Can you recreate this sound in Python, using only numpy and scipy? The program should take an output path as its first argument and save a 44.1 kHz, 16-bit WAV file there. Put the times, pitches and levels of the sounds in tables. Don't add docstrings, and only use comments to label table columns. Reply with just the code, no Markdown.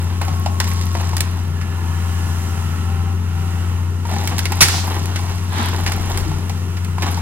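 import sys
import numpy as np
from scipy import signal
from scipy.fft import rfft, irfft
from scipy.io import wavfile

SR = 44100
rng = np.random.default_rng(int(sys.argv[2]) if len(sys.argv) > 2 else 0)


def write(x):
    x = np.atleast_2d(x).T
    wavfile.write(sys.argv[1], SR, np.round(np.clip(x, -1, 1) * 32767).astype(np.int16))


N = 317961
T = np.arange(N) / SR

# t/s, level/dB, f/Hz
PLANK_HITS = [(0.214, -22.5, 794), (0.281, -24, 736), (0.46, -17.5, 825), (0.603, -22.5, 837),
              (0.951, -20.5, 787), (1.131, -26, 840), (4.052, -26.5, 924), (4.113, -25, 750),
              (4.137, -25, 840), (4.163, -23.5, 802), (4.519, -24, 840), (4.877, -26.5, 850),
              (4.964, -27, 840), (5.194, -29.5, 810), (6.315, -29, 866), (6.497, -28, 814),
              (6.982, -25, 992), (7.024, -29, 740), (7.065, -24, 950), (7.174, -26.5, 896)]


def amp(db):
    return 10 ** (np.asarray(db) / 20)


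def unit(x):
    return x / np.sqrt(np.mean(x ** 2) + 1e-20)


def burst(x):
    return x / np.linalg.norm(x) * np.sqrt(SR / 100)


def at_hz(points, hz):
    f, value = np.transpose(points)
    return np.interp(np.log(hz + 1), np.log(f + 1), value)


def curves(rows):
    s, *columns = np.transpose(rows)
    return [np.interp(T, s, c) for c in columns]


def add(mix, s, sound):
    part = mix[max(round(s * SR), 0):][:len(sound)]
    part += sound[:len(part)]


def colour(x, spectrum, size=8192):
    log_gain = np.log(amp(at_hz(spectrum, abs(np.fft.fftfreq(size, 1 / SR)))))
    taps = np.fft.ifft(np.exp(np.conj(signal.hilbert(log_gain)))).real[:size // 2]
    return signal.oaconvolve(x, taps / np.linalg.norm(taps))[:N]


def band(x, hz, width_hz):
    b, a = signal.iirpeak(hz, hz / width_hz, SR)
    return unit(signal.lfilter(b, a, signal.lfilter(b, a, x)))


def drift(hz):
    lowpass = np.exp(-(np.fft.rfftfreq(N, 1 / SR) / hz) ** 2)
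    return unit(irfft(rfft(rng.standard_normal(N)) * lowpass, N))


def grains(per_s, spread_db):
    size = amp(spread_db * np.minimum(rng.exponential(1, N), 4))
    return unit(size * rng.choice([-1, 1], N) * (rng.random(N) < per_s / SR))


def ticks(per_s, t60_s):
    decay = amp(-60 * T[:SR // 20] / t60_s)
    power = signal.oaconvolve(grains(per_s, 2.7) ** 2, decay ** 2)[:N]
    return unit(np.sqrt(abs(power)) * rng.standard_normal(N))


def ram_effort(idle_clatter_db=-40.5, idle_oil_db=-47):
    # start/s, end/s, clatter rise/dB, hiss rise/dB
    strokes = [(-0.3, 1.45, 1, 3.5), (1.52, 3.18, 5.5, 7.5), (3.22, 3.87, 4, 4), (4.0, 7.5, 1.5, 3.5)]
    clatter_db, oil_db = idle_clatter_db, idle_oil_db
    for start, end, load_db, flow_db in strokes:
        arch = abs(np.sin(np.pi * np.clip((T - start) / (end - start), 0, 1)))
        clatter_db = clatter_db + load_db * arch ** 0.48
        oil_db = oil_db + flow_db * arch ** 1.4
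    return clatter_db, oil_db


def engine(clatter_db, fan_hz=150.2, fan_db=-37, rumble_db=-33.5, throb=0.087, waver=0.28):
    # t/s, firing rate/Hz, exhaust level/dB
    running = [(0.0, 88.06, -19.5), (0.06, 88.18, -20), (0.92, 88.0, -18.5), (1.61, 88.19, -20),
               (1.83, 86.7, -20), (2.95, 86.94, -18), (3.05, 88.44, -17.5), (3.23, 88.1, -20),
               (3.67, 88.0, -18), (4.12, 89.28, -22), (4.14, 89.67, -20.5), (4.72, 89.8, -21),
               (6.97, 89.65, -21), (7.21, 88.05, -21)]
    orders = [-52, -51, -28, -29.5, -21, 1.5, -20, -31.5, -28, -26.5, -26.5, -15, -29.5, -29.5, -21, -38,
              -38.5, -36.5]
    # f/Hz, level/dB
    rumble_spectrum = [(25, -16), (45, -5.5), (110, 0), (155, -1.5), (200, -4.5), (260, -7), (390, -7.5),
                       (490, -20.5), (700, -37), (2000, -78.5)]
    clatter_spectrum = [(300, -17), (520, -8), (720, -5.5), (900, -0.5), (1080, -0.5), (1200, -5),
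                        (1380, 1), (1580, -10), (1750, -7), (2300, -11), (2800, -7.5), (3500, -14),
                        (6000, -21.5), (14000, -29.5)]
    hz, level_db = curves(running)
    cycle = 2 * np.pi * np.cumsum(hz * (1 + .003 * drift(8))) / SR / 6
    firing, uneven = np.cos(6 * cycle), np.cos(3 * cycle)
    note = 0
    for order, db in enumerate(orders, 1):
        depth, offset = (throb, 0) if order % 6 == 0 else (waver, rng.uniform(0, 2 * np.pi))
        wander = 1 + depth * (drift(2.7) + 1j * drift(2.7))
        note = note + amp(db) * (wander * np.exp(1j * (order * cycle + offset))).real
    fan_phase = 2 * np.pi * np.cumsum(fan_hz * hz / hz.mean()) / SR
    fan = amp(fan_db) * (1 + .4 * drift(7.9)) * np.sin(fan_phase)
    puffs = unit(rng.standard_normal(N) * (1 + 0.32 * firing))
    rattle = unit(rng.standard_normal(N) * (1 + 0.11 * firing + 0.078 * uneven))
    rumble = amp(rumble_db) * colour(puffs, rumble_spectrum)
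    clatter = amp(clatter_db) * colour(rattle, clatter_spectrum)
    return amp(level_db) * unit(note) + fan + rumble + clatter


def oil_hiss(level_db):
    # f/Hz, level/dB
    spectrum = [(1000, -17), (3500, -6), (6000, 3.5), (8000, 0), (11000, -6), (15500, -8.5)]
    return amp(level_db + 0.32 * drift(25)) * colour(rng.standard_normal(N), spectrum)


def wall_giving(attack_s=0.037, grind_fall_db_per_s=40.5, splinter_fall_db_per_s=34):
    # start/s, hold/s, grinding/dB, splintering/dB
    gives = [(-0.03, .04, -36, -45), (0.187, .06, -36, -41.5), (0.59, .08, -35.5, -34.5),
             (0.935, 0.035, -34.5, -37), (1.12, .12, -36.5, -44.5), (4.05, 0.19, -31, -36.5),
             (4.479, 0.44, -30, -38), (5.106, 0.14, -34, -39), (5.505, 0.18, -28, -37),
             (5.778, 0.35, -30, -37.5), (6.989, 0.091, -30, -36)]
    grind, splinter = np.zeros(N), np.zeros(N)
    for start, hold, grind_db, splinter_db in gives:
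        rise = np.clip((T - start) / attack_s, 0, 1)
        after_s = np.maximum(T - start - attack_s - hold, 0)
        grind = np.maximum(grind, rise * amp(grind_db - grind_fall_db_per_s * after_s))
        splinter = np.maximum(splinter, rise * amp(splinter_db - splinter_fall_db_per_s * after_s))
    return grind, splinter


def tearing(grind_gain, splinter_gain):
    # f/Hz, level/dB
    grind_spectrum = [(100, -7.5), (220, 1.5), (380, 3), (520, -8), (800, 3), (1000, -0.5), (1300, -5),
                      (2000, -8.5), (3500, -10.5), (8000, -28.5)]
    splinter_spectrum = [(500, -11), (1500, -4), (3500, 4), (6000, 8.5), (8500, -1.5), (12000, -12.5),
                         (15500, -15)]
    friction = unit(grains(2500, 3.03) * amp(2.8 * drift(35)))
    fibres = unit(ticks(per_s=110, t60_s=0.022) + 0.78 * grains(5000, 2.8))
    chips = amp(-8) * band(ticks(per_s=45, t60_s=0.0055), hz=10800, width_hz=11000)
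    grind = colour(friction, grind_spectrum)
    splinter = colour(fibres, splinter_spectrum)
    return grind_gain * grind + splinter_gain * (splinter + chips)


def pump_whine(fade_s=0.069, waver=0.00497, flutter=0.25):
    # start/s, end/s, f/Hz, level/dB
    whines = [(0.1, 1.2, 1093, -41), (1.6, 2.75, 781, -46), (2.82, 3.17, 783, -37.5), (3.3, 3.64, 779, -40),
              (2.3, 3.75, 1316, -46), (1.5, 2.4, 1723, -48.5)]
    out = np.zeros(N)
    for start, end, hz, db in whines:
        swell = np.clip(np.minimum(T - start, end - T) / fade_s, 0, 1)
        phase = 2 * np.pi * np.cumsum(hz * (1 + waver * drift(24.5))) / SR
        out += amp(db) * swell * (1 + flutter * drift(27)) * np.sin(phase)
    return out


def strays(gain, count, spread_db=2):
    when, size = rng.random((count, 2)).T
    s = (np.arange(count) + when) / count * T[-1]
    local_db = 20 * np.log10(np.interp(s, T, gain) + 1e-9)
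    return list(zip(s, local_db + spread_db * (2 * size - 1)))


def knocks(grind_gain, chatter_s=0.0034, stray_hz=850):
    modes = [(.76, -5, 0.056), (.9, -2, 0.062), (1, 12.5, 0.039), (1.17, 1, .05), (1.62, -15, 0.058),
             (2.5, -27, 0.07)]
    out, t = np.zeros(N), T[:SR // 3]
    stray = [(s, db - 0.5, stray_hz * np.exp(.1 * rng.standard_normal()))
             for s, db in strays(grind_gain, count=36)]
    for s, db, hz in PLANK_HITS + stray:
        ring = 0
        for ratio, mode_db, t60_s in modes:
            mode_hz = hz * ratio * rng.uniform(1.0, 1.03)
            ring = ring + amp(mode_db - 60 * t / t60_s) * np.sin(2 * np.pi * mode_hz * t)
        blow = rng.standard_normal(len(t)) * np.exp(-t / chatter_s)
        add(out, s, amp(db) * burst(signal.fftconvolve(ring, blow)[:len(t)]))
    return signal.sosfilt(signal.butter(2, (550, 2200), "band", fs=SR, output="sos"), out)


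def board_splits(splinter_gain):
    # t/s, sharp edge/dB, woody body/dB
    big = [(0.2161, -30.5, -42), (0.6011, -20, -32), (0.6428, -32, -45), (0.7148, -38, -42),
           (0.8121, -32, -46.5), (1.1677, -21, -44), (1.1799, -29, -52), (1.2056, -17, -38.5),
           (1.6134, -60, -44.5), (4.2742, -22, -39.5), (4.3819, -22, -45), (4.3914, -21, -38),
           (4.4548, -25.5, -33), (4.5211, -24, -38.5), (4.6844, -20, -34.5), (5.0565, -31.5, -54),
           (5.1592, -31, -37.5), (5.8635, -30, -33.5), (5.875, -36, -36), (5.92, -26, -40.5),
           (6.1742, -23.5, -43), (6.4956, -33.5, -45), (6.769, -46, -46), (6.8465, -35.5, -51),
           (7.0216, -40, -35)]
    struck = [(s, db - 18, db - 22) for s, db, _ in PLANK_HITS]
    stray = [(s, db + 0.5, db - 12) for s, db in strays(splinter_gain, count=30)]
    return big + struck + stray


def snaps(splits, edge_t60_s=0.025, body_t60_s=0.077, board_hz=2200, resplit_s=.012, resplit_db=-15):
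    # f/Hz, level/dB
    edge_spectrum = [(600, -7), (2500, 4), (5500, 5), (8000, 4), (12000, -4.5), (15500, -4)]
    body_spectrum = [(250, -7.5), (700, 0.5), (3300, -9), (5000, 3), (15000, -23.5)]
    edge, body, t = np.zeros(N), np.zeros(N), T[:SR // 8]
    for s, edge_db, body_db in splits:
        for delay_s, step_db in ((0, 0), (resplit_s, resplit_db)):
            noise = rng.standard_normal(len(t))
            jagged_decay = amp(4.1 * rng.standard_normal(len(t)) - 60 * t / edge_t60_s)
            add(edge, s + delay_s, amp(edge_db + step_db) * burst(noise * jagged_decay))
        shake = unit(rng.standard_normal(len(t)) * amp(-60 * t / body_t60_s))
        hz = board_hz * np.exp(0.11 * rng.standard_normal())
        ring = amp(-2) * band(shake, hz, width_hz=2000)
        add(body, s, amp(body_db) * (shake + ring))
    return colour(edge, edge_spectrum) + colour(body, body_spectrum)


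def thumps(attack_s=0.0026):
    # t/s, level/dB, f/Hz, t60/s
    blows = [(4.12, -20, 212, 0.27), (4.61, -17, 154.6, .3), (4.612, -27, 32, .25),
             (5.591, -18, 227.6, 0.2), (6.26, -22, 314, 0.31), (6.279, -19.5, 148, 0.49)]
    out, t = np.zeros(N), T[:SR // 3]
    rise = 1 - np.exp(-t / attack_s)
    for s, db, hz, t60_s in blows:
        add(out, s, amp(db - 60 * t / t60_s) * rise * np.sin(2 * np.pi * hz * t))
    return out


def beam_break(start_s=4.606, attack_s=0.0025, hold_s=.022, rush_t60_s=0.066, tail_t60_s=0.67):
    # f/Hz, level/dB
    spectrum = [(100, -1.5), (500, -7.5), (950, -2.5), (1500, 0.5), (2400, 3), (3300, 1), (5500, 5),
                (7500, 0), (11000, -7.5), (15500, -13.5)]
    rise = np.clip((T - start_s) / attack_s, 0, 1)
    after_s = np.maximum(T - start_s - hold_s, 0)
    fall = amp(-60 * after_s / rush_t60_s) + amp(-12.5 - 60 * after_s / tail_t60_s)
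    return amp(-5.5) * rise * fall * colour(grains(12000, 2.3), spectrum)


def chips_and_creak():
    # middle/s, spread/s, level/dB, f/Hz, width/Hz; the narrow last row is the creak
    swells = [(4.75, 0.059, -28.5, 4600, 4100), (5.63, 0.07, -35, 3470, 1800),
              (5.62, 0.067, -32.5, 1550, 1200), (5.62, 0.053, -34.5, 990, 150)]
    out = np.zeros(N)
    for s, spread_s, db, hz, width_hz in swells:
        swell = np.exp(-.5 * ((T - s) / spread_s) ** 2)
        out += amp(db) * swell * band(grains(6000, 3.3), hz, width_hz)
    return out


def wind():
    # t/s, level/dB
    gust = [(5.55, -52), (6.0, -28), (6.15, -31), (6.26, -25), (6.6, -49)]
    # f/Hz, level/dB
    spectrum = [(10, -36), (38, -4), (60, -7), (120, -20), (600, -65)]
    return amp(curves(gust)[0]) * colour(rng.standard_normal(N), spectrum)


def barn_echo(x, echoes_per_s=2500, low_cut_hz=350):
    # f/Hz, t60/s
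    decay = [(150, 0.58), (900, 0.61), (3000, 0.54), (6000, 0.34), (14000, 0.16)]
    taps = rng.choice([-1., 1.], (2, SR)) * (rng.random((2, SR)) < echoes_per_s / SR)
    hz, t, frames = signal.stft(taps, SR, nperseg=256)
    fade = amp(-60 * t / at_hz(decay, hz)[:, None])
    tail = signal.istft(frames * fade, SR, nperseg=256)[1]
    tail = signal.sosfilt(signal.butter(2, low_cut_hz, "high", fs=SR, output="sos"), tail)
    return signal.fftconvolve(x[None], tail / np.linalg.norm(tail[0]), axes=1)[:, :N]


def mic_pair(direct, scattered=0, lag_s=4 / SR):
    return np.array([np.interp(T - lag_s, T, direct + scattered), direct - scattered])


def scene():
    clatter_db, oil_db = ram_effort()
    grind_gain, splinter_gain = wall_giving()
    splits = board_splits(splinter_gain)
    machine = engine(clatter_db) + pump_whine()
    timber = tearing(grind_gain, splinter_gain) + knocks(grind_gain) + thumps()
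    cracks = snaps(splits) + beam_break()
    mix = barn_echo(amp(-6.5) * machine + amp(-8.5) * timber + amp(-13.5) * cracks)
    mix += mic_pair(machine + timber)
    mix += mic_pair(cracks, amp(-8.5) * (snaps(splits) + beam_break()))
    mix += mic_pair(oil_hiss(oil_db), amp(-6) * oil_hiss(oil_db))
    mix += mic_pair(wind(), amp(-7) * wind())
    mix += mic_pair(chips_and_creak(), amp(2) * chips_and_creak())
    return mix


def record(dry, cutoff_hz=16000):
    # f/Hz, left minus right/dB
    tilt = [(60, 4), (250, 4.5), (500, 1), (1000, 1), (1800, -3.5), (3000, -2), (4500, -0.5), (6300, 0.5),
            (8500, -3.5), (11000, -9.5), (15000, -8)]
    tilt_db = at_hz(tilt, np.fft.rfftfreq(N, 1 / SR))
    heard = irfft(rfft(dry) * amp(np.array([tilt_db, -tilt_db]) / 2), N)
    lowpass = signal.firwin(511, cutoff_hz, window=("kaiser", 9), fs=SR)
    return signal.oaconvolve(np.clip(heard, -1, 1), lowpass[None], "same")


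dry = scene()
out = record(dry)
write(out)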